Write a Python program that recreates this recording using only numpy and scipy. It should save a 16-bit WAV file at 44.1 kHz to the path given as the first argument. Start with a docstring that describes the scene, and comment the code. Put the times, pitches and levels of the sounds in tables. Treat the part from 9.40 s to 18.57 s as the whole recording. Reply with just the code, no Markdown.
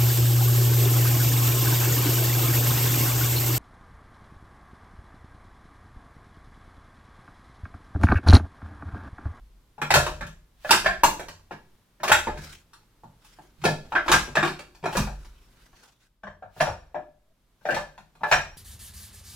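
"""A padded basement gym, small and dry, heard a few metres from its walls through two microphone ports.
Forearms and palms strike a wooden training dummy: contact noise and ringing modes make its loose arms knock
and rattle in their sockets, and low modes thud in trunk and frame. Skin slides on wood and shoes scuff the
floor as coloured noise, over floor rumble and room tone. From 6.6 s the microphone hears from overhead."""
import sys
import numpy as np
from scipy import signal
from scipy.fft import rfft, irfft, next_fast_len
from scipy.io import wavfile
from scipy.ndimage import uniform_filter1d, map_coordinates

SR = 44100
rng = np.random.default_rng(int(sys.argv[2]) if len(sys.argv) > 2 else 0)


def int16_out(signal):
    """Quantize to a 16-bit WAV file."""
    q = np.round(np.clip(np.atleast_2d(signal).T, -1, 1) * 32767)
    wavfile.write(sys.argv[1], SR, q.astype(np.int16))


N = 404397

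# Floor rumble, the floor shaken by the dummy's frame, swelling after blows: [t/s, level/dB]
RUMBLE = [(0.0, -49), (0.43, -65.5), (0.69, -43.5), (1.1, -60), (1.71, -42.5), (1.94, -59.5), (2.6, -70.5),
          (2.93, -41), (3.29, -69), (4.98, -50.5), (5.21, -58.5), (5.49, -59.5), (5.67, -42.5), (6.51, -74),
          (7.35, -58), (7.84, -68.5), (8.89, -64.5), (9.17, -47)]
# Room tone, with a dip near 6.8 s: [t/s, level/dB]
ROOM_TONE = [(0, -66.5), (6.4, -64), (6.8, -74.5), (9.17, -66.5)]
# Colour of the room tone: [f/Hz, relative level/dB]
AIR_COLOUR = [(59, -33), (100, -2.5), (761, -20.5), (942, -17.5), (1790, -23), (2260, -23.5), (2460, -25),
              (3400, -24), (7330, -30), (14200, -30.5), (16500, -41)]
# Likeness of the two ports: [f/Hz, left-right correlation]
PORT_LIKENESS = [(60, .99), (180, .94), (500, .72), (1500, .5), (4000, .25), (15000, .2)]
# Decay of the room: [f/Hz, t60/s]
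ROOM_DECAY = [(100, 0.74), (300, 0.35), (800, 0.24), (2000, 0.26), (5000, 0.32), (13000, 0.25)]
# Microphone position: [t/s, delay of the left port behind the right/samples]
PORT_LAG = [(0, 4), (6.4, 1), (6.7, -2), (9.17, -2.4)]
# Blows on the dummy: [t/s, strength/dB, hardness/dB, place toward the arm tip/dB, slowest arm bend/dB,
# trunk level/dB, frame level/dB, left over right/dB]
KNOCKS = [(0.38, -40.5, -8, -10, 6, -47.5, -62, 2), (0.416, -19, -1.5, 1.8, -8.5, -36, -50.9, 1.1),
          (0.505, -13.5, 3, -2.5, -4, -32.5, -35.5, 1), (0.513, -30.5, 9, -3.5, -5, -31.5, -35, -1.3),
          (0.539, -14.5, 10.5, 3.3, -13, -26, -30, 1), (0.556, -20, 11.5, 0, 5, -38, -36, -0.5),
          (0.664, -25.5, 3.5, -0.5, 5.5, -46.5, -54, 0.2),
          (0.809, -30.5, -0.8, 1.7, -0.5, -40, -51.4, -0.9), (0.821, -37, -8, 8.5, -6, -40, -60.7, 1.05),
          (0.866, -55, 16.5, 3.2, 7, -59, -64.5, 1), (1.247, -30, -6.5, 2, 4, -51.5, -59, -1.2),
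          (1.293, -23.5, 1.5, -0.04, -2, -37, -49, -0.5), (1.308, -15.5, 14.5, 1.05, -4, -38, -51.2, -1.3),
          (1.322, -19, 6, 7.5, -17, -36, -44, 1.5), (1.335, -15.5, -3.5, -5, -23, -35.5, -50.2, -0.3),
          (1.445, -25.5, -1.5, 2.16, -3, -38.5, -59.7, 0.7), (1.46, -13.5, -4, 6, 1.5, -37.5, -58.2, -0.2),
          (1.487, -24, -10.5, 5.1, -22, -50, -39, 0.7), (1.635, -14, 9.5, -5.85, -1, -34.5, -49.5, 0.65),
          (1.795, -37, 8, 1, 6, -49, -51.5, -2), (1.884, -43.5, 12, 2.5, 3, -52.5, -50, -0.7),
          (2.11, -30, -9, -5, -2.5, -45, -58.5, 0.6), (2.121, -43.5, 1.2, 2.5, -6, -50.5, -60.5, 0.6),
          (2.601, -45.5, -4.5, 4, 8, -51.1, -62.8, 0.5), (2.633, -26.5, 8.5, -1.5, -1.4, -45, -60, 1),
          (2.643, -27, 1.4, 4, -3, -44, -58, -1.1), (2.679, -21.5, 6.5, 2.3, -2, -39, -53, 0.2),
          (2.695, -17, -2.5, 2.5, 5, -38.5, -51, 1.5), (2.717, -9.5, 7, 1.46, -13, -44, -41, 0.6),
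          (2.871, -20, -10.5, -9, 0.5, -44, -39.8, -0.2), (2.899, -41, -1.5, 14, -1, -55.9, -57, 1.1),
          (2.973, -43, 6.5, 6.5, 2, -41, -57, 1), (3.333, -58.5, 16.5, 0.5, -2, -73, -72.0, 0.4),
          (3.635, -54, 0.5, -10, 9, -47, -56.5, 0), (3.847, -66, 21.5, -2, -7.5, -73.5, -74, 1.0),
          (3.987, -50.5, -5.5, -6, 7, -57.6, -64.5, 0), (4.184, -71, 4.5, -0.5, 9, -57.5, -54.5, -5.5),
          (4.217, -51, 9.5, 7, -11.0, -43.5, -54.5, -0.5), (4.239, -22.5, 4, -5.5, 3, -29.5, -53, 0.75),
          (4.251, -17.5, 4.5, 3.5, 6, -25.5, -50.4, -0.6), (4.283, -36, 4, -9.8, 6, -34, -61.7, 3),
          (4.453, -58.5, 9.5, 0, -11, -60, -56, 0.3), (4.521, -24, -8, -3.5, -5, -42.4, -57, 0.1),
          (4.552, -15.5, -10.5, 1.5, -1.5, -58.2, -63, 0.85), (4.559, -17, -15.5, 14.5, -6, -61, -60, -2),
          (4.662, -34.5, 1.3, -6, -0.6, -47.5, -49, 2.5), (4.681, -23, 5, 4.5, -6, -38, -43.2, 0.5),
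          (4.692, -25.5, 4.5, -2.6, 6, -34.5, -41, -1.6), (4.716, -17, 12, 3.5, -5, -34.5, -42, -0.5),
          (4.724, -13, 0.1, -3, -22, -32.5, -46, 1.9), (4.738, -16.5, 4.5, 4.5, -3.5, -43, -40, 1.5),
          (4.874, -38.5, -2.5, -3.5, 6.5, -41, -59.4, 1.4), (4.954, -22, 3.5, 0, 0.5, -51, -53, 0),
          (4.969, -15, -5.5, 3.5, -3, -32, -63.3, 0.4), (5.028, -13.5, -5, -2.5, -8, -30.5, -66.2, -0.0),
          (5.049, -26, 3.5, 1.5, 3, -44, -50.9, 3), (5.075, -33.5, 9, 2.4, -12, -52, -49, -0.35),
          (5.191, -43, 10, 3.5, 6, -57, -65, -1.5), (5.349, -60, 14.5, 2, 1, -61, -71.4, 1),
          (5.428, -42.5, -4.5, -1, 6, -40.5, -57, 0.7), (5.439, -25, -7, -7.5, -2, -37, -57, 1),
          (5.457, -23.5, -2.3, -3.5, -0.5, -40, -54, 1), (5.527, -33.5, 6, -5, -3.3, -53, -46, 0.5),
          (5.552, -26.5, -2.9, 2, 5.5, -26, -40, 2.5), (5.569, -28.5, 14, -5, -2.8, -22, -32.5, 0),
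          (5.59, -38.5, 11.5, 5, 5.7, -29.5, -35, -0.64), (5.62, -41.5, 6, 5, -1, -43.9, -49.1, 1),
          (5.672, -33, -7, -1.5, 2.5, -61, -49, 3), (5.847, -56.5, 12.5, -4.5, 5.5, -57.5, -56, 1.6),
          (6.329, -56.5, -3, 1, -0.5, -78, -66, 1.4), (6.433, -60, 12.5, -8, 1, -76, -72.8, 0),
          (6.834, -32, -15, -1.5, 2, -48, -60.5, 2.5), (6.869, -33.5, -14, 1, 7, -51, -58.5, 1.5),
          (7.024, -40.5, -16.5, -4, 7.5, -57, -68, 1.9), (7.053, -51, -23, -16, 4, -69, -71.1, 7),
          (7.163, -47, -8, -6, 10, -48, -60, 1.2), (7.203, -22.5, 0.5, 4, 5.5, -32, -55, -3.1),
          (7.207, -18.5, 1.6, -1, 6.5, -33.5, -60, 2.3), (7.27, -24.5, -9.0, -4, 6, -47, -57, 4.5),
          (7.282, -26.5, -12.6, -7, -4, -47.9, -41.5, 0), (7.545, -29.5, -17, -6, 5, -47, -74, 4.5),
          (7.552, -27, -22, -4, 5, -51, -64, -0.5), (8.211, -58.1, -11, -1.5, 7.5, -63, -72.5, 4),
          (8.254, -26.5, -9, 1, 10.5, -52.5, -70.6, 1.5), (8.288, -22.5, -13.5, 2.5, 7.5, -44, -56, 1.5),
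          (8.305, -34, 6, 8, 1.5, -37, -52.5, 0.5), (8.321, -28.5, -7.5, 4.0, 5.8, -36.5, -55.5, 7.5),
          (8.344, -29, 6, 6, 0, -49.5, -53, 0), (8.365, -24.5, -3.1, -4, 5, -47, -54.5, 1.5),
          (8.39, -37, -1, -7, -1, -51, -56.1, -6), (8.578, -46, 4, 0.5, -3, -63, -78.5, 1.4),
          (8.587, -55, -9, -4.5, -8, -56.5, -80, 12), (8.752, -54, 3, -3.5, 9.5, -63.5, -83.5, 1.7),
          (8.809, -44, -10, -5.5, 11, -40, -61.8, 1.9), (8.834, -15.5, -14.5, -1.5, 4.5, -47, -64, 1.8),
          (8.914, -12.5, 0, -3, -1.3, -34, -46, 2), (8.924, -12.5, -1.5, 8.5, -1, -32, -36, 0.8)]
# Colour of a clack: [f/Hz, level/dB, then dB per dB of hardness, of place toward the tip, of slow bend,
# of trunk over strength, and last the change from overhead/dB]
CLACK_COLOUR = [(370, -14.5, 0.4, -0.39, 0.37, 0.16, -7.5), (650, -7, 0, 0.1, 1.2, 0, 0.5),
                (854, -3, 0.5, -0.76, 0, 0, -0.5), (1706, -4, 0.41, 0.84, 0.026, 0, 0),
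                (2620, -10.5, 0.71, 0.41, 0, 0, -1.5), (4556, -15.5, 1.13, 0.29, 0.073, 0, -0.5),
                (9900, -23, 1.46, -0.25, 0.067, 0, 0.5)]
# Peaks and valleys that the arm's bending modes leave in the contact noise: [f/Hz, level/dB]
BENDING_GRAIN = [(900, 2.5), (1250, 0.5), (1700, 1.03), (2080, -3), (2550, 6), (3000, 1), (3800, 2.5)]
# Modes of the hardwood arms: [f/Hz, level/dB, t60/s]
ARM_MODES = [(358.5, 4, 0.059), (602.7, -12.5, 0.22), (747, -1.5, 0.033), (869, 5, 0.02), (1130, -5, 0.023),
             (1390, -5.5, 0.045), (1599, -3.5, 0.053), (1711, -7, 0.084), (2415, 2.5, 0.016),
             (2705, -8, 0.028), (3190, -8, 0.043), (3740, -7, 0.046), (4300, -24.5, 0.022),
             (5100, -13, 0.028), (5640, -8, 0.087), (7030, -15, 0.12), (7480, -9, 0.12)]
# Modes of the trunk: [f/Hz, level/dB, t60/s]
TRUNK_MODES = [(108.5, -8.5, .3), (142.16, -4.5, 0.37), (155.5, -1.2, 0.4), (196.6, -4, 0.34),
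               (239.7, -5.5, 0.2)]
# Modes of the frame and the slats that carry the trunk: [f/Hz, level/dB, t60/s]
FRAME_MODES = [(27, -9.5, 0.53), (34, -13, .3), (40.56, -7, 0.32), (48.12, -3.5, 0.83), (56.5, -4, 0.15),
               (66, -2.5, 0.12), (77.9, -5, 0.74), (99, -4, 0.25)]
# Forearms sliding along the wood: [t/s of the blow, level/dB]
SLIDES = [(0.539, -45), (1.245, -63.5), (1.305, -38.5), (2.719, -39.5), (4.244, -53.5), (4.52, -59),
          (4.685, -49), (5.57, -35), (7.204, -47), (8.299, -49), (8.913, -41.5)]
# Shoes and shirt in motion: [t/s of the loudest moment, level/dB, rise over 20 dB/s, fade by 20 dB/s]
SCUFFS = [(3.04, -47, .09, .12), (3.135, -51, .09, .1), (3.89, -60, .1, .13), (4.04, -63, .1, .1),
          (5.82, -62, .15, .2), (6.05, -68, .12, .12), (6.23, -62, .13, .1), (6.37, -63, .04, .1),
          (6.445, -60, .09, .13), (6.635, -65, .05, .06)]
# Colour of soles and cloth: [f/Hz, relative level/dB]
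SOLE_COLOUR = [(150, -49.5), (250, -11.5), (775, -11.5), (971, -12.5), (1530, -4.5), (1850, -13),
               (2050, -9.5), (5730, -12), (16000, -27.5)]

TOP_HZ = 16300  # upper limit of the microphone's band
SPAN, LEAD = 2 ** 15, 1024  # samples in one knock with its room tail, and those ahead of its onset
OVERHEAD_S = 6.6  # from here on the microphone looks down on the dummy
USUAL_THUD_DB = -14.5  # usual trunk level over strength
CHATTER_S = .0025  # decay constant of the contact
RING_DB, RING_PER_HARD = -1, -.3  # free ring (dB); a hard slap damps the arm (dB per dB)
FRAME_TILT_DB = 6.5  # dB per octave about 50 Hz: from overhead the frame sounds higher
BUILD_UP_S, LET_GO_S = 0.029, 0.042  # time constants of a slide before and after its blow
LEFT_RIGHT = np.array([[1], [-1]])  # opposite signs for the two ports


def amp(db):
    """Gain of a level in dB."""
    return 10 ** (np.asarray(db) / 20)


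def unit(x):
    """x at rms 1."""
    return x / np.sqrt(np.mean(x ** 2) + 1e-20)


def along(points, hz):
    """(Hz, value) points read on a log frequency axis."""
    f, v = np.transpose(points)
    return np.interp(np.log(hz + 1), np.log(f + 1), v)


def curve(rows, count):
    """Column number count of a time table, one value per sample."""
    columns = np.transpose(rows)
    return np.interp(np.arange(N) / SR, columns[0], columns[count])


def wobble(rate):
    """A smooth random curve with rate knots a second."""
    knots = rng.standard_normal(int(N * rate / SR) + 4)
    return map_coordinates(knots, [np.arange(N) * rate / SR])


def two_ports(pair, spectrum):
    """Two unrelated signals, coloured and mixed so that the ports agree most in the bass."""
    size = pair.shape[-1]
    hz = np.fft.rfftfreq(size, 1 / SR)
    turn = np.arccos(np.clip(along(PORT_LIKENESS, hz), -1, 1)) / 2
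    coloured = rfft(pair) * amp(along(spectrum, hz))
    mid, side = irfft(coloured * [np.cos(turn), np.sin(turn)], size)
    return np.array([mid + side, mid - side])


def rush(spectrum):
    """Coloured stereo noise of rms 1."""
    noise = rng.standard_normal((2, next_fast_len(N)))
    return unit(two_ports(noise, spectrum)[:, :N])


def basement():
    """Unsteady low rumble of the shaken floor, low-passed noise, over a faint room tone."""
    low = rush([(15, -19.0), (28, 0.0), (48, -1.0), (70, -17), (110, -27.5), (300, -87.0)])
    rumble = amp(curve(RUMBLE, count=1) + 1.1 * wobble(6.7)) * low
    room_tone = amp(curve(ROOM_TONE, count=1) + 0.73 * wobble(3.3)) * rush(AIR_COLOUR)
    return rumble + room_tone


def ring(modes, level_db, rise, scatter_db, drift):
    """Struck modes decay as sines; every blow finds new strengths and slightly other pitches."""
    hz, db, t60 = np.transpose(modes)[:, :, None]
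    t = np.arange(SR // 2) / SR
    chance = rng.standard_normal((2, len(modes), 1))
    db = db + level_db + scatter_db * chance[0] - 60 * t / t60
    phase = 2 * np.pi * hz * (1 + drift * chance[1]) * t
    return np.sum(amp(db) * np.sin(phase), axis=0) * (1 - np.exp(-t / rise))


def room_answer(wet_db):
    """Direct sound, then a tail of decaying noise in which each frequency dies at its own speed."""
    size = SPAN // 2
    hz, t, z = signal.stft(rng.standard_normal((2, size)), SR, nperseg=256)
    early = amp(-2 - 60 * t / 0.044)  # floor, post and nearest wall
    late = amp(-28 - 60 * t / .75)  # the rest of the basement lingers faintly
    body = amp(-60 * t / along(ROOM_DECAY, hz)[:, None])
    tail = signal.istft(z * (body + early + late), SR, nperseg=256)[1][:, :size]
    tail *= 1 - np.exp(-np.arange(size) / (0.0018 * SR))  # the first walls are a few metres away
    tail = two_ports(tail, [(100, -4.5), (1000, -3.0), (12000, -2.0)])
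    tail *= amp(wet_db) / np.linalg.norm(tail[0])
    tail[:, 0] = 1  # direct sound
    return tail


def clack(colour_db, hard_db):
    """Spectrum of one arm knock: a noisy chatter of wood on wood plus the arm modes it sets ringing."""
    t = np.arange(SPAN // 8) / SR
    hz = np.fft.rfftfreq(SPAN, 1 / SR)
    colour = list(zip(np.transpose(CLACK_COLOUR)[0], colour_db))
    arm_hz = np.array(ARM_MODES)[:, :1]
    ring_db = along(colour, arm_hz) + RING_DB + RING_PER_HARD * hard_db
    arms = ring(ARM_MODES, ring_db, CHATTER_S / 2, scatter_db=4.5, drift=.008)
    contact = rng.standard_normal(len(t)) * np.sqrt(t) * np.exp(-t / CHATTER_S)
    edges = [(120, colour_db[0] - 24.5)] + colour + [(16000, colour_db[-1] - 7.5)]
    gain = amp(along(edges, hz) + along(BENDING_GRAIN, hz) + 34.5)
    gain *= np.sqrt(900 / (hz + 1))  # falls 3 dB per octave
    crack = rfft(contact / np.linalg.norm(contact), SPAN) * gain
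    return rfft(arms, SPAN) + crack


def trunk_and_frame(thud_db, frame_db, overhead):
    """Low modes of the heavy wood and what carries it, slow to give way."""
    tilt_db = FRAME_TILT_DB * np.log2(np.array(FRAME_MODES)[:, :1] / 50)
    trunk = ring(TRUNK_MODES, thud_db, 0.0089, scatter_db=4.5, drift=0.033)
    frame = ring(FRAME_MODES, frame_db + overhead * tilt_db, .008, scatter_db=6.5, drift=0.066)
    return trunk + frame


def dummy():
    """Each blow cracks and rings the arms within the room; trunk and frame thud under it, without room."""
    out = np.zeros((2, N + SPAN))
    hz = np.fft.rfftfreq(SPAN, 1 / SR)
    lag = curve(PORT_LAG, count=1)
    _, usual_db, *slopes = np.transpose(CLACK_COLOUR)
    for s, db, hard_db, place_db, bend_db, thud_db, frame_db, pan_db in KNOCKS:
        at = round(s * SR)
        overhead = s > OVERHEAD_S
        extra_thud_db = thud_db - db - USUAL_THUD_DB
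        traits = [hard_db, place_db, bend_db, extra_thud_db, overhead]
        colour_db = db + usual_db + np.dot(traits, slopes)
        delay = LEAD + lag[at] / 2 * LEFT_RIGHT  # samples
        ports = amp(pan_db / 2 * LEFT_RIGHT) * np.exp(-2j * np.pi * hz / SR * delay)
        room = rfft(room_answer(wet_db=6.5), SPAN)
        heard = irfft(clack(colour_db, hard_db) * room * ports, SPAN)
        heard[:, :LEAD] *= np.linspace(0, 1, LEAD) ** 2  # soften what wraps round ahead of the knock
        thud = trunk_and_frame(thud_db, frame_db, overhead)
        heard[:, LEAD:LEAD + len(thud)] += thud * amp(0.46 * pan_db * LEFT_RIGHT)
        out[:, at - LEAD:at - LEAD + SPAN] += heard
    return out[:, :N]


def slides():
    """Skin rubs on wood as a hiss that swells up to the blow, then dies away."""
    t = np.arange(N) / SR
    level = np.zeros(N)
    for s, db in SLIDES:
        level += amp(db) * np.exp(-np.abs(t - s) / np.where(t < s, BUILD_UP_S, LET_GO_S))
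    return level * rush([(300, -29.0), (1000, 0.5), (4000, -0.1), (9000, -9.5), (16000, -10.5)])


def shoes():
    """Rubber soles drag and cloth rustles in a grainy, patchy hiss that swells and fades."""
    t = np.arange(N) / SR
    level = np.zeros(N)
    for s, db, swell, fade in SCUFFS:
        level += amp(db - 20 * ((t - s) / np.where(t < s, swell, fade)) ** 2)
    z = signal.stft(rush(SOLE_COLOUR), nperseg=512)[2]
    patches = uniform_filter1d(rng.standard_normal(z.shape[1:]), size=5, axis=0)  # across frequency
    patches = uniform_filter1d(patches, size=12, axis=1)  # across time
    hiss = signal.istft(z * amp(3 * unit(patches)), nperseg=512)[1][:, :N]
    return level * amp(2.4 * wobble(91)) * unit(hiss)


def scene():
    """Everything that reaches the two microphone ports."""
    return basement() + dummy() + slides() + shoes()


def record(dry):
    """The microphone rounds off the highest peaks and keeps nothing above its band limit."""
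    soft = dry / (1 + np.abs(dry / .8) ** 3) ** (1 / 3)
    size = next_fast_len(N + SR // 2)
    in_band = np.fft.rfftfreq(size, 1 / SR) < TOP_HZ
    return irfft(rfft(soft, size) * in_band, size)[:, :N]


dry = scene()
out = record(dry)
int16_out(out)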